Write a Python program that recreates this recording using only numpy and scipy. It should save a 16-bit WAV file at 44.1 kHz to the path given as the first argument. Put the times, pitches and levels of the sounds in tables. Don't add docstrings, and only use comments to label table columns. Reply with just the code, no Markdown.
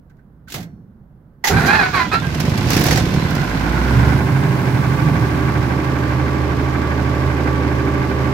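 import sys
import numpy as np
from scipy import signal
from scipy.fft import rfft, irfft, next_fast_len
from scipy.io import wavfile
from scipy.ndimage import uniform_filter1d, map_coordinates

SR = 44100
rng = np.random.default_rng(int(sys.argv[2]) if len(sys.argv) > 2 else 0)


def file_out(sig):
    cols = np.atleast_2d(sig).T
    lim = np.clip(cols, -1, 1)
    pcm = np.round(lim * 32767).astype(np.int16)
    wavfile.write(sys.argv[1], SR, pcm)


N = 367353
TIME = np.arange(N) / SR
FREQS = np.fft.rfftfreq(N, 1 / SR)


def amp(db):
    return 10 ** (np.asarray(db) / 20)


def unit(x):
    middle = np.atleast_2d(x).mean(0)
    return x / np.sqrt(np.mean(middle ** 2) + 1e-20)


def ramp(start, end):
    return np.clip((TIME - start) / max(end - start, 1e-3), 0, 1)


def read(points, hz):
    point_hz, value = np.transpose(points)
    return np.interp(np.log(hz + 1), np.log(point_hz + 1), value)


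def noise(size=N):
    return rng.standard_normal((2, size))


def drift(hz):
    knots = rng.standard_normal(4000)
    coarse = map_coordinates(knots, [TIME[::50] * hz], order=3, mode="wrap")
    return unit(coarse.repeat(50)[:N])


def blow(s, t60, rise=0.0075):
    out = np.zeros(N)
    part = out[round(s * SR):][:int(2 * t60 * SR)]
    age = TIME[:len(part)]
    part += (1 - np.exp(-age / rise)) * np.exp(-np.log(1000) * age / t60)
    return out


def held(start, length, rise, t60):
    age = np.maximum(TIME - start, 0)
    release = amp(-60 * np.clip((age - length) / t60, 0, 10))
    return (1 - np.exp(-age / rise)) * release


# pitch_hz, likeness (1 = the same, 0 = unrelated)
MIC_LIKENESS = [(60, 1), (160, .99), (250, 0.95), (500, .6), (1000, 0.28), (2000, 0), (4000, 0)]


def colour(x, points, modes=()):
    size = 2 * next_fast_len(N // 2 + 8192)
    hz = np.fft.rfftfreq(size, 1 / SR)
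    peaks = sum(gain / (1 + (2 * (hz - mode_hz) / width) ** 2) for mode_hz, width, gain in modes)
    db = read(points, hz) + peaks
    cepstrum = irfft(np.log(amp(np.maximum(db, -100))))
    cepstrum[1:size // 2] *= 2
    z = rfft(x, size) * np.exp(rfft(cepstrum[:size // 2], size))
    same = np.clip(read(MIC_LIKENESS, hz), -1, 1)
    left = same * z[1] + np.sqrt(1 - same ** 2) * z[0]
    return irfft(np.array([left, z[1]]))[:, :N]


def tones(turns, orders, hz, waver):
    out = np.zeros((2, N))
    for k, db in orders:
        apart = np.arccos(np.clip(read(MIC_LIKENESS, k * hz), .3, 1)) * rng.choice([-.5, .5])
        phase = 2 * np.pi * (round(k) * turns + rng.random()) + waver * drift(7.4)
        strength = amp(db) * np.sqrt(2) * (1 + waver * drift(12))
        out += strength * np.cos(np.float32([phase + apart, phase - apart]))
    return out


def housing(x, t60):
    t = np.arange(SR // 5) / SR
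    echoes = noise(len(t)) * amp(-60 * t / t60)
    return signal.oaconvolve(np.atleast_2d(x), echoes, axes=1)[:, :N]


# pitch_hz, relative_db
YARD_SPECTRUM = [(25, -6), (58, 5), (100, -0.5), (160, 3.5), (250, -4.5), (400, -15.5), (650, -19.5),
                 (1000, -24.5), (1550, -27.5), (2500, -44.5), (8000, -56.5), (13500, -46.5), (16000, -49)]


def yard():
    return amp(-46) * unit(colour(noise(), YARD_SPECTRUM))


NUDGE_T60_S = 0.091
# start_s, level_db
KEY_NUDGES = [(0.098, -51), (0.184, -52), (0.474, -36)]


def nudges():
    spectrum = [(900, -22.0), (1550, 5.0), (1800, -7), (2050, -6), (2700, -25.5), (8000, -34)]
    bursts = sum(amp(db) * blow(s, NUDGE_T60_S) for s, db in KEY_NUDGES)
    return bursts * unit(colour(noise(), spectrum))


BOUNCE_S, BOUNCE_GAP_S, BOUNCE_T60_S = .556, 0.023, 0.078
BOUNCE_DB, BOUNCE_LOSS_DB = -33.5, 1.5


def bounces(count=4):
    return sum(amp(BOUNCE_DB - k * BOUNCE_LOSS_DB) * blow(BOUNCE_S + k * BOUNCE_GAP_S, BOUNCE_T60_S)
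               for k in range(count))


# start_s, level_db, t60_s
CONTACT_CLICKS = [(0.097, -64, 0.07), (0.168, -68, 0.04), (0.482, -47, 0.26), (0.5, -41, 0.17),
                  (0.521, -28.5, 0.063), (0.54, -27, 0.12)]
# pitch_hz, relative_db
CONTACT_SPECTRUM = [(180, -27), (300, -10), (546, -33), (725, -19.5), (978, -28), (1560, -21), (2100, -17),
                    (2320, -18.5), (3460, -17.5), (7200, -21.5), (9390, -33), (11100, -24.5),
                    (16000, -26.5)]


def key_clicks():
    clicks = sum(amp(db) * (blow(s, t60, rise=0.0018) + blow(s, 0.0042, rise=.0004))
                 for s, db, t60 in CONTACT_CLICKS)
    echo = amp(-55) * blow(0.47, 0.61, rise=.02)
    return (clicks + bounces() + echo) * unit(colour(noise(), CONTACT_SPECTRUM))


# pitch_hz, level_db, t60_s
KEY_RING_MODES = [(1540, -43, 0.24), (2060, -45, 0.23), (4300, -64, 0.43), (5800, -66, 0.6)]


def key_ring():
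    return sum(amp(db) * blow(0.61, t60)
               * np.sin(2 * np.pi * (hz * TIME + rng.random((2, 1))) + 1.2 * drift(90))
               for hz, db, t60 in KEY_RING_MODES)


# pitch_hz, relative_db
BOOM_SPECTRUM = [(35, -35), (60, -24), (95, -4), (170, 6), (250, -9.5), (380, -16.5), (600, -25),
                 (1100, -72.5)]


def relay():
    spectrum = [(300, -11.5), (550, -11.5), (720, -2), (950, -17.5), (1600, -14), (2100, -20), (4000, -41.0)]
    snap = amp(-29.0) * blow(.541, 0.31, rise=.001) * unit(colour(noise(), spectrum))
    boom = amp(-24.5) * blow(.541, 0.29, rise=0.0051) + amp(-32.0) * blow(0.555, 1.6, rise=0.028)
    return snap + boom * unit(colour(noise(), BOOM_SPECTRUM))


def key():
    return nudges() + key_clicks() + key_ring() + relay()


SQUEAK_RISE_S, SQUEAK_T60_S = 0.012, 0.19
# start_s, length_s, pitch_hz, glide_hz_per_s, level_db
SPIN_SQUEAKS = [(2.05, 0.065, 3060, 7000, -42), (2.16, 0.05, 3350, 5500, -45),
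                (3.165, 0.065, 4110, 13, -42)]


def squeaks():
    out = np.zeros(N)
    for s, length, hz, glide, db in SPIN_SQUEAKS:
        roughness = 1 + .03 * drift(900)
        pitch = (hz + glide * np.clip(TIME - s, 0, 2 * length)) * roughness
        whistle = np.sin(2 * np.pi * np.cumsum(pitch) / SR)
        out += amp(db) * held(s, length, SQUEAK_RISE_S, SQUEAK_T60_S) * whistle
    return out + out.std() * unit(housing(out, .06))


TINKLE_PER_S, TINKLE_T60_S = 130, .05
TINKLE_DB, TINKLE_FADE_DB_PER_S = -47, 8
# pitch_hz, relative_db
FITTING_MODES = [(3590, 6), (4150, 8), (4340, -6), (5200, -8), (5650, -4)]


def tinkle():
    t = TIME[:SR // 4]
    hits = (rng.random(N) < TINKLE_PER_S / SR) * rng.uniform(0.41, 1, N)
    ring = sum(amp(db - 60 * t / TINKLE_T60_S) * np.sin(2 * np.pi * (hz * t + rng.random((2, 1))))
               for hz, db in FITTING_MODES)
    rung = unit(signal.oaconvolve(hits[None], ring, axes=1)[:, :N] * (1 + .5 * drift(150)))
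    fade = amp(TINKLE_DB - TINKLE_FADE_DB_PER_S * np.maximum(TIME - 3, 0))
    return rung * fade * ramp(2.8, 3) * (1 - ramp(4.1, 4.25))


TOOTH_SPREAD_DB, TOOTH_JITTER = 4.5, .016
IDLER_SHARE, IDLER_DEPTH = .41, .45
BACKLASH, SHUDDER_DB = .042, 2.2
# time_s, rate_hz
TOOTH_RATE_CURVE = [(1.49, 660), (1.55, 775), (1.58, 800), (1.62, 665), (1.685, 790), (1.73, 862),
                    (1.755, 886), (1.79, 845), (1.825, 760), (1.922, 728), (1.93, 1200), (1.97, 1095),
                    (2.01, 1010), (2.095, 990), (2.105, 1400), (2.125, 1250), (2.15, 1345), (2.21, 1380),
                    (2.225, 1600)]
# pitch_hz, relative_db
GEAR_BODY_SPECTRUM = [(200, -35), (400, -1), (560, -6), (740, 3), (1050, 3), (1350, 3), (1650, 2),
                      (2150, -.5), (2500, -1.5), (2800, -12), (3500, -14), (4350, -8), (5200, -18),
                      (7000, -26), (12000, -44)]


def teeth(count=18):
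    rate = np.interp(TIME, *np.transpose(TOOTH_RATE_CURVE)) * (1 + TOOTH_JITTER * drift(450))
    turns = np.cumsum(rate) / SR
    tooth = turns.astype(int)
    wear = amp(TOOTH_SPREAD_DB * unit(rng.standard_normal(count)))[tooth % count]
    late = BACKLASH * rng.standard_normal(N)[tooth]
    idler = 1 + IDLER_DEPTH * np.cos(2 * np.pi * IDLER_SHARE * turns)
    pushes = np.exp(-((turns % 1 - .5 - late) / .04) ** 2) * wear * idler
    rung = colour(np.array([pushes, pushes]) - pushes.mean(), GEAR_BODY_SPECTRUM)[1]
    even = rung / np.sqrt(uniform_filter1d(rung ** 2, SR // 25) + 1e-12)
    return amp(SHUDDER_DB * drift(110)) * even


SURGE_RISE_S = .011
GEAR_ECHO_DB = -2
# start_s, length_s, howl_db, grinding_db, release_t60_s
STARTER_SURGES = [(1.5, 0.16, -24.5, -22.5, .25), (1.665, .165, -19, -25.5, .38),
                  (1.93, 0.08, -18.5, -26, .22), (2.114, 0.026, -15, -22.5, .15),
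                  (2.225, .02, -33, -31, .15)]
# pitch_hz, relative_db
GEAR_SPECTRUM = [(210, -40), (350, 0.5), (385, 5), (557, -8.5), (719, 3), (1220, -6.5), (1570, 2),
                 (2390, -14), (2800, -21), (4240, -17), (8440, -27.5), (12200, -26), (16000, -36)]


def gears():
    loads = [(held(s, length, SURGE_RISE_S, t60), howl_db, grind_db)
             for s, length, howl_db, grind_db, t60 in STARTER_SURGES]
    howl = teeth() * sum(amp(db) * load for load, db, _ in loads)
    howl = howl + amp(GEAR_ECHO_DB) * howl.std() * unit(housing(howl, .07))
    rough = unit(colour(noise() * amp(2 * drift(300)), GEAR_SPECTRUM))
    grind = sum(amp(db) * load for load, _, db in loads) * rough
    return howl + grind


# start_s, level_db, t60_s, bright_share (0-1)
SOLENOID_SLAMS = [(1.439, -12, 0.18, 0.41), (1.47, -13.5, 0.15, 0.87), (1.658, -19, 0.13, 0.8)]
# pitch_hz, width_hz, boost_db
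SOLENOID_RING = [(860, 240, 27), (2000, 650, 33)]


def slams():
    dull = sum(amp(db) * np.sqrt(np.clip(1 - bright, 0, 1)) * blow(s, t60, rise=0.0028)
               for s, db, t60, bright in SOLENOID_SLAMS)
    sharp = sum(amp(db) * np.sqrt(abs(bright)) * blow(s, t60) for s, db, t60, bright in SOLENOID_SLAMS)
    steel = [(500, -8.5), (2000, -3.5), (4000, -5.5), (6800, -4.0), (8500, -22.0), (12000, -11.0), (16000, -18)]
    dull_noise = unit(colour(noise(), GEAR_SPECTRUM, SOLENOID_RING))
    return dull * dull_noise + sharp * unit(colour(noise(), steel))


# start_s, level_db, t60_s
RING_GEAR_CLUNK = (1.495, -12.5, 0.16)
# pitch_hz, relative_db
CLUNK_SPECTRUM = [(250, -25), (420, 3), (560, -14), (900, -6), (1500, -43), (5000, -70)]


def clunk():
    s, db, t60 = RING_GEAR_CLUNK
    return amp(db) * blow(s, t60) * unit(colour(noise(), CLUNK_SPECTRUM))


# start_s, length_s, level_db
BRUSH_HISS = (1.55, 0.483, -39.5)


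def brushes():
    start, length, db = BRUSH_HISS
    spectrum = [(1500, -23), (2600, 3), (4300, 6), (7000, 1), (9000, -25), (16000, -8)]
    return amp(db) * held(start, length, 0.03, 0.47) * unit(colour(noise(), spectrum))


def starter():
    return slams() + clunk() + brushes() + gears()


CHATTER_PER_S, CHATTER_SPREAD_DB = 260, 4
CHATTER_DB, CHATTER_T60_S = -25, 0.061
# start_s, clang_relative_db, tick_relative_db
DOOR_RATTLES = [(2.348, -22, -42), (2.401, -14, -25), (2.451, -23, -44), (2.494, -25, -46),
                (2.576, -17.5, -33), (2.625, -31, -38), (2.703, -11, -18), (2.7327, -14, -23),
                (2.747, -26, -34), (2.7653, -13, -21), (2.775, -22, -30), (2.795, -29, -22),
                (2.811, -19, -22), (2.839, -14, -19), (2.855, -17, -26), (2.865, -15, -21),
                (2.884, -17, -31), (2.908, -9.5, -32), (2.925, -15, -34), (2.9566, -17, -36),
                (2.973, -14, -34), (3.138, -22, -38), (3.306, -25, -33), (3.351, -21.5, -31)]
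# pitch_hz, relative_db
METAL_SPECTRUM = [(290, -13), (500, -1.5), (668, -9.5), (729, 3), (795, -9.5), (1210, -13), (1740, -6.5),
                  (3150, -14), (5630, -11), (8700, -24.5), (12300, -25), (16000, -28)]


def doors():
    ring = sum(amp(db) * (blow(s, 0.06, rise=0.00098) + 0.13 * blow(s, 0.32)) for s, db, _ in DOOR_RATTLES)
    crack = sum(amp(db) * blow(s, 0.034, rise=0.00031) for s, _, db in DOOR_RATTLES)
    strength = amp(CHATTER_SPREAD_DB * np.minimum(rng.standard_normal(N), 1.5))
    hits = (rng.random(N) < CHATTER_PER_S / SR) * strength
    energy = signal.lfilter([1], [1, -amp(-120 / (CHATTER_T60_S * SR))], hits ** 2)
    chatter = unit(np.sqrt(energy))
    chatter *= amp(CHATTER_DB) * ramp(2.65, 2.706) * (1 - ramp(2.85, 3.12))
    clang = np.hypot(amp(-5.0) * ring, chatter) * unit(colour(noise(), METAL_SPECTRUM))
    edge = [(1500, -25), (5000, -6), (8500, -3), (12500, 14), (16000, 5)]
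    return clang + amp(-2.5) * crack * unit(colour(noise(), edge))


CRANK_S, ALL_FIRING_S = 1.48, 3.22
CRANK_TURNS_PER_S, GOVERNED_TURNS_PER_S = 2.4, 25.08
SLOW_TURNS_PER_S2, FAST_TURNS_PER_S2 = 6.1, 13.1
EASE_TURNS_PER_S = .9


def shaft_speed():
    slow = SLOW_TURNS_PER_S2 * (np.clip(TIME, CRANK_S, ALL_FIRING_S) - CRANK_S)
    fast = FAST_TURNS_PER_S2 * np.maximum(TIME - ALL_FIRING_S, 0)
    free = CRANK_TURNS_PER_S + slow + fast
    ease = EASE_TURNS_PER_S
    return -ease * np.logaddexp(-free / ease, -GOVERNED_TURNS_PER_S / ease)


GOVERNOR_TURNS_PER_S = 1


def fuel(speed):
    return np.clip((GOVERNED_TURNS_PER_S - speed) / GOVERNOR_TURNS_PER_S, 0, 1)


MOUNT_TURNS_PER_S, MOUNT_WIDTH_TURNS_PER_S = 10.1, 3.5
LIFT_START_S, LIFT_END_S = 4.86, 6.6


def level(law, speed):
    steady_db, speed_db, fuel_db, rocking_db, lifted_db = law
    rocking = 1 / (1 + ((speed - MOUNT_TURNS_PER_S) / MOUNT_WIDTH_TURNS_PER_S) ** 2)
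    return amp(steady_db + speed_db * np.log2(speed / GOVERNED_TURNS_PER_S) + fuel_db * fuel(speed)
               + rocking_db * rocking + lifted_db * ramp(LIFT_START_S, LIFT_END_S))


STROKE_SPREAD_DB = 2.2


def strokes(speed, t60, count=14):
    t, turns = TIME[:SR // 8], np.cumsum(speed) / SR
    out = np.zeros((2, N + len(t)))
    for place in (np.arange(count) + .5 * rng.random(count)) / count:
        ring = noise(len(t)) * amp(-60 * t / t60)
        force = amp(STROKE_SPREAD_DB * rng.standard_normal(200))
        starts = np.searchsorted(turns / 2, np.arange(place, turns[-1] / 2))
        for at, size in zip(starts, force):
            out[:, at:at + len(t)] += size * ring
    return unit(out[:, :N] / np.sqrt(speed))


HEAVE_S, HEAVE_HOLD_S, HEAVE_T60_S, HEAVE_DB = 1.496, 0.13, 1, -14.5
JOLT_RISE_S, JOLT_T60_S = 0.0021, 0.21
# start_s, level_db
FIRING_JOLTS = [(2.46, -12.5), (2.585, -17), (2.765, -13), (2.9, -11.5)]
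# at_governed_speed_db, per_doubling_of_speed_db,
# extra_at_full_fuel_db, extra_while_rocking_db, extra_once_lifted_db
LURCH_LEVEL = (-20.5, 4.5, 1.5, 9, 0)
RUMBLE_LEVEL = (-25, 1, 2, 2.5, 2)
# pitch_hz, relative_db
LURCH_SPECTRUM = [(15, -71.5), (25, -30.5), (59, -4), (157, 2), (210, -5), (274, -6), (357, -9.5),
                  (408, -15.5), (518, -18.5), (554, -24), (600, -20.5), (780, -67), (1320, -120)]
RUMBLE_SPECTRUM = [(20, -19.5), (35, -69), (52, -13.5), (90, -10), (115, -6.5), (160, -6.5), (210, -9.5),
                   (290, -6.5), (370, -8.5), (460, -17), (600, -18.5), (1300, -66.5)]


def shake(speed, turns, puff, running):
    firings = np.diff(np.floor(3 * turns), prepend=0)
    kicks = firings * amp(2 * drift(30)) / np.sqrt(speed)
    pushes = unit(noise() * (.8 + puff)) + .8 * ramp(2.2, 2.5) * unit(kicks)
    lurch = unit(colour(pushes, LURCH_SPECTRUM))
    rumble = unit(colour(unit(noise()) + .5 * strokes(speed, 0.1), RUMBLE_SPECTRUM))
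    jolts = amp(HEAVE_DB) * held(HEAVE_S, HEAVE_HOLD_S, 0.0037, HEAVE_T60_S)
    jolts = jolts + sum(amp(db) * blow(s, JOLT_T60_S, JOLT_RISE_S) for s, db in FIRING_JOLTS)
    lurching = np.hypot(jolts, level(LURCH_LEVEL, speed) * ramp(CRANK_S, HEAVE_S))
    return lurching * np.sqrt(1 - running) * lurch + level(RUMBLE_LEVEL, speed) * np.sqrt(running) * rumble


# pitch_hz, relative_db
RECESS_SPECTRUM = [(50, -39), (100, 3.5), (150, 7.5), (190, 0), (260, -9), (500, -44)]


def recess_and_pipe(puff):
    lifted = ramp(LIFT_START_S, LIFT_END_S)
    recess = amp(-18.0) * unit(colour(noise(), RECESS_SPECTRUM)) * ramp(3.48, 4.17) * (1 - lifted)
    spectrum = [(150, -17.5), (290, 19.5), (420, 12.0), (590, 26.0), (850, -22.0)]
    pipe = amp(-35.5) * unit(colour(noise() * (1.0 + puff), spectrum)) * lifted
    return recess + pipe


LOPE_CYCLE, LOPE_WANDER = .1, .7
STRAY = .45
COLD_KNOCK_DB, HARD_KNOCK_DB = -36, -39.5
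# at_governed_speed_db, per_doubling_of_speed_db,
# extra_at_full_fuel_db, extra_while_rocking_db, extra_once_lifted_db
KNOCK_LEVEL = (-30.5, 3, 4.5, 3.5, -1.5)
HISS_LEVEL = (-41, 2, 4, 5.5, -1)
# pitch_hz, width_hz, boost_db
BLOCK_RING = [(752, 16, 7.5), (864, 11, 7.5), (1062, 130, 5.5), (1174, 79, 0), (1138, 22, 2),
              (1544, 197, 8.5), (1780, 45, 2), (2050, 95, 6)]
# pitch_hz, relative_db
KNOCK_SPECTRUM = [(250, -35.5), (400, -8.5), (600, 4), (1000, 0.5), (1600, -4), (2300, -3.5), (3000, -12.5),
                  (5000, -26), (8000, -65)]
COLD_KNOCK_SPECTRUM = [(900, -16), (1250, -10), (1400, 6), (1550, -1), (1750, -10), (2600, -29)]
HARD_KNOCK_SPECTRUM = [(300, -50), (800, -20), (1150, 0), (1350, -4), (1550, 1), (1850, -8), (2200, -5),
                       (2900, -24), (6000, -65)]
HISS_SPECTRUM = [(1530, -11.5), (2600, -4), (3270, -7.5), (5270, -10), (10100, -25), (12200, -19.5),
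                 (15100, -29.5), (16000, -40)]


def knock_and_hiss(speed, turns, running):
    lope = 1 + ramp(3.5, 4.2) * LOPE_CYCLE * np.cos(np.pi * turns) * (1 + LOPE_WANDER * drift(9))
    stray = strokes(speed * np.exp(STRAY * drift(60)), 0.03, count=9)
    steady = (.5 + .5 * running) * strokes(speed, 0.045)
    rough = .5 * unit(noise()) * amp(0.91 * drift(120))
    clatter = lope * (.5 * running * stray + steady + rough)
    knock = level(KNOCK_LEVEL, speed) * unit(colour(clatter, KNOCK_SPECTRUM, BLOCK_RING))
    cold = unit(colour(clatter, COLD_KNOCK_SPECTRUM))
    knock = knock + amp(COLD_KNOCK_DB) * ramp(3.1, 3.3) * fuel(speed) * cold
    hard = np.cos(np.pi * turns / 2) ** 4 * amp(STROKE_SPREAD_DB * drift(60))
    knock = knock + amp(HARD_KNOCK_DB) * running * unit(colour(noise() * hard, HARD_KNOCK_SPECTRUM))
    spray = unit(noise()) * amp(1.2 * drift(250)) + 0.48 * stray
    hiss = level(HISS_LEVEL, speed) * unit(colour(spray, HISS_SPECTRUM))
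    return (knock + hiss) * ramp(1.41, 2.42)


BLADES_PER_TURN = 5.155
COAST_S, COAST_WIDTH_S, COAST_DB = 4.48, 0.5, -6.5
# at_governed_speed_db, per_doubling_of_speed_db,
# extra_at_full_fuel_db, extra_while_rocking_db, extra_once_lifted_db
EXHAUST_LEVEL = (-25.5, 21.5, 12.5, -14, 3)
FAN_LEVEL = (-21.5, 8, 4.5, 0, -2.5)
# multiple_of_cycle (two turns), relative_db
ENGINE_TONES = [(9, -6.5), (12, -21.5), (14, -35), (21, -8.5), (24, -5), (31, -7), (33, -11), (48, -17.5),
                (64, -21), (72, -15), (83, -20), (86, -12.5), (106, -24), (122, -21), (132, -16),
                (144, -19)]
# multiple_of_cycle (two turns), relative_db
WHINE_TONES = [(91, -17.5), (92, -18.5), (93, -18)]
# multiple_of_blade_rate, relative_db
FAN_TONES = [(1, 0.5), (2, -7.5), (3, -13), (4, -14.5), (8, -34), (9, -36)]


def drone(speed):
    turns = np.cumsum(speed) / SR
    blade_turns = BLADES_PER_TURN * turns
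    softening = amp(COAST_DB * np.exp(-((TIME - COAST_S) / COAST_WIDTH_S) ** 2))
    firing = level(EXHAUST_LEVEL, speed) * softening * tones(3 * turns, [(1, 0)], 75, waver=.06) * ramp(3, 3.3)
    swell = ramp(3.3, 3.6) * (0.56 + 0.13 * ramp(1.4, 8.2))
    overtones = amp(-24.0) * swell * tones(turns / 2, ENGINE_TONES, 12.4, waver=0.24)
    fan = level(FAN_LEVEL, speed) * tones(blade_turns, FAN_TONES[:1], 129, waver=.2) * ramp(3.85, 3.97)
    blades = amp(-28.5) * tones(blade_turns, FAN_TONES[1:], 104, waver=0.41) * ramp(3.6, 4.0)
    pulling = ramp(3.54, 3.93) * fuel(speed)
    harsh = [(2, 0), (3, -9), (4, -10), (5, -14), (6, -16)]
    blare = amp(-21) * pulling * tones(3 * turns, harsh, 70, waver=.25)
    whine = amp(-21.5) * ramp(4.4, 5.05) * tones(turns / 2, WHINE_TONES, 19.0, waver=0.3)
    return firing + overtones + whine + fan + blades + blare


HUNT_SHARE, HUNT_HZ = .002, 2.5


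def engine():
    speed = shaft_speed() * (1 + HUNT_SHARE * drift(HUNT_HZ))
    turns = np.cumsum(speed) / SR
    puff = np.exp(-(3 * turns % 1) * 3)
    running = ramp(3.34, 4.5)
    thuds = shake(speed, turns, puff, running)
    return thuds + recess_and_pipe(puff) + knock_and_hiss(speed, turns, running) + drone(speed)


# pitch_hz, left_minus_right_db
MIC_TILT = [(60, -5.5), (110, -5), (200, -3.5), (380, -2.5), (700, -4), (1290, -5.5), (2380, -4),
            (4400, -8), (8120, -3), (15000, -1.5)]


def scene():
    dry = yard() + key() + starter() + squeaks() + engine() + doors() + tinkle()
    left = amp(read(MIC_TILT, FREQS))
    balance = np.array([left, np.ones_like(left)]) * 2 / (1 + left)
    return irfft(rfft(dry) * balance, N)


EDGE_HZ = 15900


def record(dry):
    taps = signal.firwin(511, EDGE_HZ, window=("kaiser", 9), fs=SR)
    rounded = dry / (1 + dry ** 8) ** (1 / 8)
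    return signal.oaconvolve(rounded, taps[None], "same")


dry = scene()
out = record(dry)
file_out(out)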